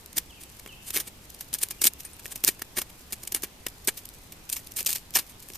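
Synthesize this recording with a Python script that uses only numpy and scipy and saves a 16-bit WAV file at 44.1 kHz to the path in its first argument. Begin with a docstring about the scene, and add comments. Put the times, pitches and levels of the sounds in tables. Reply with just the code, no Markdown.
"""A knife whittles a hand-held slab of thick bark in a quiet forest, close to the two microphones of a camera.
Each bite or push of the blade is a burst of tiny fractures that crackle and knock the slab's modes.
Jolts knock the slab too, two light taps ring the steel, and crumbs tick and rustle in clumps.
A far bird whistles in gliding tones with a short tail from the trunks.
Shaped noise makes the low steady rumble and the hiss of the microphones."""
import sys
import numpy as np
from scipy import signal
from scipy.fft import rfft, irfft, next_fast_len
from scipy.io import wavfile
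from scipy.ndimage import uniform_filter1d

SR = 44100
rng = np.random.default_rng(int(sys.argv[2]) if len(sys.argv) > 2 else 0)


def materialize(psi):
    """Save the field psi as 16-bit PCM at rate SR to the path in sys.argv[1].

    A 1-D psi becomes a single channel; in a 2-D psi each row is a channel.
    """
    bounded = np.clip(np.atleast_2d(psi).T, -1, 1)
    quanta = np.round(bounded * 32767).astype(np.int16)
    wavfile.write(sys.argv[1], SR, quanta)


def makeup_ratio(level_db):
    """Linear amplitude ratio for a level in decibels (20 dB per factor of ten)."""
    decades = np.asarray(level_db, float) / 20
    return 10 ** decades


N = 245637  # length in samples

FRACTURES_PER_S = 6000
FIBRE_KINDS = 4  # colours of crackle on each side of the slab
TURN_S = 4.2  # from here the slab is cut on its thin side


def knife():
    """The force on the blade swells and lets go; the same fractures crackle, ring and knock."""
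    slab_power, crackle_power, snaps = cuts()
    rattle_power, blows = jolts()
    centre = clicks(FRACTURES_PER_S, spread_db=1.5) + snaps
    # fibres breaking left and right of the centre
    edge = np.outer([1, -1], clicks(FRACTURES_PER_S, spread_db=1.5))
    wood = slab(slab_power + rattle_power, blows, centre + 0.14 * edge)
    fibres = crackle(crackle_power, centre + 0.43 * edge)
    return wood + fibres


# Bites into a ridge, close by: the crackle starts quickly and dies away by 20 dB in dying_ms.
# ring_db is the slab's level against the crackle. Columns: peak_s, crackle_db, dying_ms, ring_db
BITES = [(.061, -36, 3.5, -36), (0.1308, -35.5, 2, -18), (0.1699, -24, 30.3, -13.5),
         (0.1814, -14, 7.3, -22), (0.413, -41, 38, -21), (.436, -40, 13, -27), (.662, -37.5, 3.4, -2.5),
         (.676, -40.5, 8.3, -4), (0.9058, -25, 7.2, -17), (0.943, -29, 42, -16), (0.9736, -18.5, 4.2, -11),
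         (.98, -33.5, 46, -9), (1.0023, -23.5, 16.5, -16.5), (1.4088, -30.5, 15.4, -17),
         (1.5304, -29, 8.2, -11.5), (1.547, -26, 17.6, -18.5), (1.587, -31.5, 12, -33),
         (1.619, -31.5, 48, -16), (2.195, -41, 12, -11), (1.6872, -27, 1.2, -32),
         (1.7096, -25.5, 14.6, -18), (1.8183, -15.5, 13.5, -18.5), (1.8418, -9.5, 9.9, -21.5),
         (1.9357, -33.5, 2.2, -34), (2.0505, -36.5, 20, -14), (2.2569, -34.5, 4.7, -6),
         (2.2637, -31.5, 4.4, -25), (2.359, -28.5, 13.7, -16), (2.4394, -17.5, 7.2, -19),
         (2.4478, -8.5, 0.82, -24), (2.4708, -26.5, 49, -15), (2.594, -38.5, 13, -12),
         (2.6204, -24, 7.2, -13.5), (2.773, -24.5, 40, -12.5), (2.7855, -22, 13, -9),
         (2.8172, -24.5, 12, -12.5), (2.8983, -45, 22, -7.5), (3.1084, -43, 18, -8.5),
         (3.1244, -22, 1.5, -18), (3.1303, -26, 14.4, -17), (3.2752, -26, 9.7, -21.5),
         (3.323, -23, 9.9, -19), (3.3475, -18.5, 11.7, -17), (3.3607, -29.5, 23.6, -11),
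         (3.4226, -25, 2.4, -22), (3.4427, -30, 14.6, -10.5), (3.6664, -21.5, 7.5, -11.5),
         (3.685, -33, 8.8, -37), (3.8478, -41, 19, -29), (3.8744, -13, 2.7, -32), (3.878, -19.5, 8, -14),
         (3.8851, -16.5, 14.8, -11.5), (3.976, -32, 24, -19), (4.0552, -30.5, 5, -36),
         (4.0901, -35.5, 1.2, -22), (4.3231, -33.5, 9, -16), (4.493, -31, 4, -22), (4.499, -25.5, 9.8, -24),
         (4.5257, -32, 60, -18), (4.5285, -23.5, 12, -37), (4.5658, -28, 23.5, -18.5),
         (4.593, -42, 9, -7.5), (4.72, -35, 2.8, -34), (4.768, -23, 25, -25), (4.7896, -25.5, 35, -20.5),
         (4.8067, -27, 9, -19), (4.829, -26, 1.4, -27), (4.849, -33, 3, -21), (4.8623, -17, 2.1, -31),
         (4.891, -28, 84, -15.5), (4.916, -30.5, 36, -26), (4.9295, -19, 3.2, -36), (4.9346, -27, 2.7, -34),
         (4.9573, -24, 20.5, -17), (4.983, -34, 1.4, -21), (5.107, -35.5, 2.4, -29),
         (5.1392, -27, 1.5, -23), (5.1654, -11, 3.2, -21.5), (5.1701, -17.5, 12, -14.5),
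         (5.176, -26, 42.4, -13.5), (5.1889, -22, 11.4, -10.5), (5.198, -35, 2.6, -21),
         (5.2962, -42.5, 26, -30), (5.426, -41.5, 25, -21), (5.487, -37, 5.6, -18), (5.502, -38, 3.3, -6),
         (5.5362, -34, 3.6, -34)]
BITE_RISE_MS, BITE_RISE_SHARE = 0.74, 0.3  # a bite that dies slowly also starts a little more softly
# The hand leans on the blade: the crackle swells by 20 dB in swelling_ms until the chip gives way.
# Columns: peak_s, crackle_db, swelling_ms, ring_db
PUSHES = [(0.598, -36.5, 11, -19), (0.887, -34.5, 47, -18), (0.9671, -23, 25, -11), (1.08, -36.5, 26, -10),
          (1.303, -38, 9, -34), (1.3478, -37, 8.5, -27), (1.5409, -15, 4.5, -36), (1.635, -18, 10, -20),
          (1.8548, -19.5, 21, -15.5), (1.8705, -11, 9.6, -20.5), (1.878, -16.5, 20, -22.5),
          (2.0067, -34.5, 22, -19), (2.3243, -32.5, 25, -14.5), (2.4558, -30, 11, -17),
          (2.4802, -11.5, 7, -17.5), (2.4903, -19.5, 18, -13.5), (3.2365, -33.5, 11, -16.5),
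          (3.4372, -21.5, 9.5, -18), (4.672, -32.5, 8, -34), (4.8669, -18, 4, -22),
          (4.8742, -17.5, 11, -26), (4.906, -26.5, 22, -24), (4.951, -32, 5, -19), (5.1567, -13, 10.6, -20),
          (5.1623, -15, 6.6, -11), (5.556, -36, 22, -15.5)]
PUSH_FALL_MS, PUSH_FALL_SHARE = 0.37, 0.47  # a longer push lets go more slowly
KNOCK_TOP_HZ = 1000  # the modes below it make the knock
KNOCK_DB, THIN_KNOCK_DB = -9.5, -15  # low modes against the ring, cut on the broad and on the thin side


def cuts():
    """Each cut drives slab modes and one kind of fibre with its force, and snaps off a chip at its peak."""
    slab_power = np.zeros((len(SLAB), N))
    crackle_power = np.zeros((2 * FIBRE_KINDS, N))
    snaps = np.zeros(N)
    low = np.array([hz < KNOCK_TOP_HZ for hz, _, _ in SLAB])
    strokes = [(s, db, BITE_RISE_MS + BITE_RISE_SHARE * ms, ms, ring_db) for s, db, ms, ring_db in BITES]
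    strokes += [(s, db, ms, PUSH_FALL_MS + PUSH_FALL_SHARE * ms, ring_db) for s, db, ms, ring_db in PUSHES]
    for s, db, rise_ms, fall_ms, ring_db in strokes:
        # each cut lands on another spot: it favours other modes and tears another kind of fibre
        spot_db = 3.0 * rng.standard_normal(len(SLAB))
        kind = rng.integers(FIBRE_KINDS)
        thin = s > TURN_S
        start, power = force(s, db, rise_ms, fall_ms)
        span = slice(start, start + len(power))
        crackle_power[kind + FIBRE_KINDS * thin, span] += power
        knock_db = (THIN_KNOCK_DB if thin else KNOCK_DB) * low
        slab_power[:, span] += power * makeup_ratio(2 * (ring_db + knock_db + spot_db))[:, None]
        # short cuts are mostly this snap
        snaps[round(s * SR)] = 2.5 + 2.15 * np.exp(-(rise_ms + fall_ms) / 25.0)
    return slab_power, crackle_power, snaps


# Jolts of the slab in the hand; modes near one pitch answer, by where it is held and hit.
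# Columns: peak_s, level_db (before the blow and rattle gains), favoured_hz
JOLTS = [(.172, -44, 400), (.18, -33, 1750), (.661, -38, 350), (.96, -34, 380), (.968, -38, 850),
         (0.973, -35, 1850), (.992, -35, 300), (1.53, -40, 300), (1.633, -37, 330), (1.82, -38, 400),
         (1.861, -45, 400), (2.256, -33.5, 330), (2.441, -31.5, 370), (2.487, -27, 373),
         (2.489, -26.5, 2200), (2.621, -33, 300), (2.619, -34, 2230), (2.782, -32.5, 390),
         (3.239, -41, 300), (3.325, -38, 330), (3.3465, -30.5, 390), (3.365, -37, 390), (3.4363, -26, 338),
         (3.666, -28, 464), (3.666, -32.5, 1910), (3.668, -31, 2620), (3.88, -27, 330), (3.881, -29, 540),
         (3.883, -40, 1750), (4.812, -36, 540), (4.865, -39, 500), (5.166, -30, 870), (5.168, -39, 330),
         (5.197, -36, 370), (5.503, -37.5, 330)]
JOLT_RISE_MS, JOLT_FALL_MS = 7.4, 11.6
JOLT_SPREAD_DB_PER_OCTAVE = 24  # loss of the modes away from the favoured pitch
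JOLT_BLOW_DB, JOLT_RATTLE_DB = 22, -7


def jolts():
    """A jolt is one clean blow with a rattle of fractures around it, shared out among nearby modes."""
    rattle_power = np.zeros((len(SLAB), N))
    blows = np.zeros((len(SLAB), N))
    mode_hz = np.transpose(SLAB)[0]
    for s, db, favoured_hz in JOLTS:
        start, power = force(s, db, JOLT_RISE_MS, JOLT_FALL_MS)
        octaves = abs(np.log2(mode_hz / favoured_hz))
        share = makeup_ratio(-JOLT_SPREAD_DB_PER_OCTAVE * octaves)
        rattle = power * share[:, None] ** 2 * makeup_ratio(2 * JOLT_RATTLE_DB)
        rattle_power[:, start:start + len(power)] += rattle
        blows[:, round(s * SR)] += share * makeup_ratio(db + JOLT_BLOW_DB)
    return rattle_power, blows


def force(s, db, rise_ms, fall_ms):
    """First sample and power of a force that gains 20 dB in its rise and loses them in its fall."""
    start = max(round((s - .2) * SR), 0)
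    stop = min(round((s + .35) * SR), N)
    from_peak_ms = (np.arange(start, stop) / SR - s) * 1000
    rise = -from_peak_ms / max(rise_ms, .3)
    fall = from_peak_ms / max(fall_ms, .3)
    return start, makeup_ratio(2 * (db - 20 * np.where(from_peak_ms < 0, rise, fall)))


# Modes of the bark slab held close to the microphones. Columns: pitch_hz, width_hz, gain_db
SLAB = [(240, 400, -2), (388.5, 81, -5.5), (540, 240, -7.5), (853, 123, -5.5), (1118, 150, -15.5),
        (1390, 260, -13.5), (1704, 167, -8), (1872, 110, -8), (2203, 270, -5.5), (2730, 540, -7.5)]


def slab(mode_power, blows, fractures):
    """Fractures and blows ring the damped modes of the slab."""
    wood = np.zeros((2, N))
    for power, blow, (hz, width_hz, db) in zip(mode_power, blows, SLAB):
        drive = np.sqrt(power) * fractures + blow
        wood += makeup_ratio(db) * signal.oaconvolve(drive, mode(hz, width_hz)[None], axes=1)[:, :N]
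    # a small slab radiates no bass
    high_pass = signal.butter(N=2, Wn=210, btype="high", fs=SR, output="sos")
    return signal.sosfilt(high_pass, wood)


# Spectrum of the breaking bark, also used for its crumbs. Columns: pitch_hz, relative_db (per Hz)
CRACKLE = [(1500, -55.5), (2050, -20), (2350, -12.5), (3000, -13), (4600, -6.5), (5400, -5), (8000, -3),
           (11000, -3), (14000, -0.5), (15500, -4.5)]
# Other colour of the thin side of the slab. Columns: pitch_hz, change_db (against the spectrum above)
THIN_SIDE = [(1500, -8), (2050, 0), (2400, 3), (3200, 2), (5000, 2.5), (12000, 0)]


def crackle(kind_power, fractures):
    """Each kind of fibre colours the fractures with its own variation of the bark's spectrum."""
    # only the level column varies
    variation = 2.27 * rng.standard_normal((2 * FIBRE_KINDS, len(CRACKLE), 1)) * [0, 1]
    fibres = CRACKLE + variation
    fibres[FIBRE_KINDS:, :, 1] += read(THIN_SIDE, fibres[0, :, 0])
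    out = np.zeros((2, N))
    for power, points in zip(kind_power, fibres):
        out += signal.oaconvolve(np.sqrt(power) * fractures, colour(points)[None], axes=1)[:, :N]
    return out * makeup_ratio(0.23 * np.array([[1], [-1]]))  # a little to the left


# The blade tapped free of the bark, close by. Columns: start_s, level_db
TAPS = [(2.051, -35.5), (2.133, -45)]
# Modes of the thin steel. Columns: pitch_hz, gain_db, t60_s
BLADE = [(8000, -5, 0.034), (9300, 2.5, 0.067)]


def blade():
    """Light taps set the decaying modes of the thin steel ringing."""
    out = np.zeros(N)
    t = np.arange(4000) / SR
    ring = sum(makeup_ratio(db - 60 * t / t60) * np.sin(2 * np.pi * hz * t) for hz, db, t60 in BLADE)
    for s, db in TAPS:
        out[round(s * SR):][:len(t)] += makeup_ratio(db) * ring
    return out


def nearby(x, db=-9, t60=0.0013):
    """Legs, hand and ground send back quick reflections, other ones to each microphone."""
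    at = np.arange(8, 900, 12) + rng.integers(0, 12, (2, 75))
    reflections = rng.choice([-1., 1.], at.shape) * makeup_ratio(-60 * at / SR / t60)
    taps = np.zeros((2, 1024))
    np.put_along_axis(taps, at, reflections, 1)
    taps = np.diff(taps, prepend=0)  # small uneven surfaces scatter mostly treble
    taps *= makeup_ratio(db) / np.linalg.norm(taps, axis=1, keepdims=True)
    taps[:, 0] = 1  # direct sound
    return signal.oaconvolve(x, taps / np.sqrt(1 + makeup_ratio(2 * db)), axes=1)[:, :N]


# Crumbs rustling between strokes; random clumps vary the level. Columns: time_s, level_db
RUSTLE = [(0, -63), (.75, -57), (1.05, -67), (1.4, -55.5), (2, -58.5), (2.25, -49.5), (2.55, -65), (3, -60),
          (3.25, -51), (3.6, -65), (4, -55.5), (4.4, -62), (4.75, -56), (5, -77), (5.25, -58),
          (5.57, -51.5)]
CRUMBS_PER_S = 2800  # in each of three streams of ticks


def rustle():
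    """Crumbs come in clumps and tick with the colour of the bark, on either side."""
    s, db = np.transpose(RUSTLE)
    clumps = evened(uniform_filter1d(uniform_filter1d(rng.standard_normal(N), 500), 300))
    level = makeup_ratio(np.interp(np.arange(N) / SR, s, db) + 5.6 * clumps)
    middle, left, right = (clicks(CRUMBS_PER_S, spread_db=8.0) for _ in range(3))
    ticks = level * (0.61 * middle + 0.79 * np.array([left, right]))
    return signal.oaconvolve(ticks, colour(CRACKLE)[None], axes=1)[:, :N]


# A far bird among the trunks, one row a whistle. Columns: start_s, length_ms, first_hz, last_hz, level_db
WHISTLES = [(.298, 48, 3430, 2590, -54.5), (.345, 63, 3100, 2384, -61), (.686, 60, 3190, 2590, -50.5),
            (.745, 40, 2630, 3260, -62), (1.715, 37, 2480, 2350, -56), (1.788, 34, 2920, 2700, -54),
            (2.06, 40, 2560, 2460, -62)]


def bird():
    """Gliding, slightly rough whistles, smeared by the trunks into a short tail."""
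    out = np.zeros(N)
    for s, length_ms, first_hz, last_hz, db in WHISTLES:
        u = np.linspace(0, 1, round(length_ms * SR / 1000))
        hz = last_hz + (first_hz - last_hz) * (1 - u) ** 2.19  # quick at first, then levelling out
        tone = np.sqrt(2) * np.sin(2 * np.pi * np.cumsum(hz) / SR)
        envelope = np.sin(np.pi * u ** 0.39) ** 0.34
        out[round(s * SR):][:len(u)] += makeup_ratio(db) * tone * envelope
    out *= 1 + 0.38 * evened(uniform_filter1d(rng.standard_normal(N), 150))  # roughness
    t = np.arange(SR // 2) / SR
    trunks = rng.standard_normal((2, len(t))) * makeup_ratio(-60 * t / 1.0) * (t > .02)  # t60 of 1 s
    trunks /= np.linalg.norm(trunks[0])
    return out + makeup_ratio(0.5) * signal.oaconvolve(out[None], trunks, axes=1)[:, :N]


# Rumble of the place and hiss of the microphones. Columns: pitch_hz, relative_db (per Hz)
AIR = [(12, -36), (20, 6.5), (85, -2), (397, -10.5), (599, -14), (855, -14), (1400, -18), (2630, -17),
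       (4080, -19), (12900, -23.5), (14000, -20)]
AIR_DB = -49  # rms level of the whole background
# Likeness of the background at the two microphones. Columns: pitch_hz, likeness (1 = the same)
SAME = [(60, 0.97), (180, 0.89), (540, 0.53), (1640, 0.079), (4940, 0.043), (14900, 0.055)]


def air():
    """Steady noise, alike in both microphones only in the bass, drifting a little in patches."""
    frames, hz = N // 256 + 5, np.fft.rfftfreq(1024, 1 / SR)
    a, b, c, d, patches = rng.standard_normal((frames, 513, 5)).T
    patches = evened(uniform_filter1d(uniform_filter1d(patches, 12, 0), 14, 1))
    drift_db = 0.94 * patches * np.minimum(hz / 500, 1)[:, None]  # less drift in the bass
    same = np.clip(read(SAME, hz), -1, 1)[:, None]
    left, other = a + 1j * b, c + 1j * d
    z = np.array([left, same * left + np.sqrt(1 - same ** 2) * other])
    z *= makeup_ratio(read(AIR, hz)[:, None] + drift_db)
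    noise = signal.istft(z, nperseg=1024, noverlap=768)[1][:, :N]
    return makeup_ratio(AIR_DB) * evened(noise)


def evened(x):
    """Scales to rms 1."""
    return x / np.sqrt(np.mean(x ** 2) + 1e-20)


def read(points, hz):
    """Value of a spectrum table on a log-frequency axis."""
    f, value = np.transpose(points)
    return np.interp(np.log(hz + 1), np.log(f + 1), value)


def colour(points, size=1024):
    """Causal (minimum-phase) impulse response of energy 1 with the given spectrum."""
    log_gain = np.log(makeup_ratio(read(points, abs(np.fft.fftfreq(size, 1 / SR)))))
    taps = np.fft.ifft(np.exp(np.conj(signal.hilbert(log_gain)))).real[:size // 2]
    return taps / np.linalg.norm(taps)


def mode(hz, width_hz):
    """Impulse response of energy 1 of a damped mode."""
    t = np.arange(2048) / SR
    taps = np.exp(-np.pi * width_hz * t) * np.sin(2 * np.pi * hz * t)
    return taps / np.linalg.norm(taps)


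def clicks(per_s, spread_db):
    """Random clicks of either sign and rms 1, a few much larger than the rest."""
    happens = rng.random(N) < per_s / SR
    sign = rng.standard_normal(N)
    size = np.minimum(rng.exponential(1, N), 3.2)
    return evened(happens * sign * makeup_ratio(spread_db * size))


def scene():
    """Everything at the two microphones."""
    return nearby(knife() + blade()) + rustle() + bird() + air()


def top_cut(x):
    """Nothing passes above the cut-off."""
    return signal.sosfilt(signal.butter(12, 15470, fs=SR, output="sos"), x)


# Band limit of the camera behind its microphones. Columns: pitch_hz, gain_db
EDGE = [(14150, 0), (14400, -20), (16300, -50), (17000, -90)]


def record(dry):
    """The camera's band limit takes away the highest treble of the mix."""
    size = next_fast_len(N + SR)
    gain = makeup_ratio(read(EDGE, np.fft.rfftfreq(size, 1 / SR)))
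    limited = irfft(rfft(dry, size) * gain, size)[:, :N]
    return top_cut(limited)


dry = scene()
out = record(dry)
materialize(out)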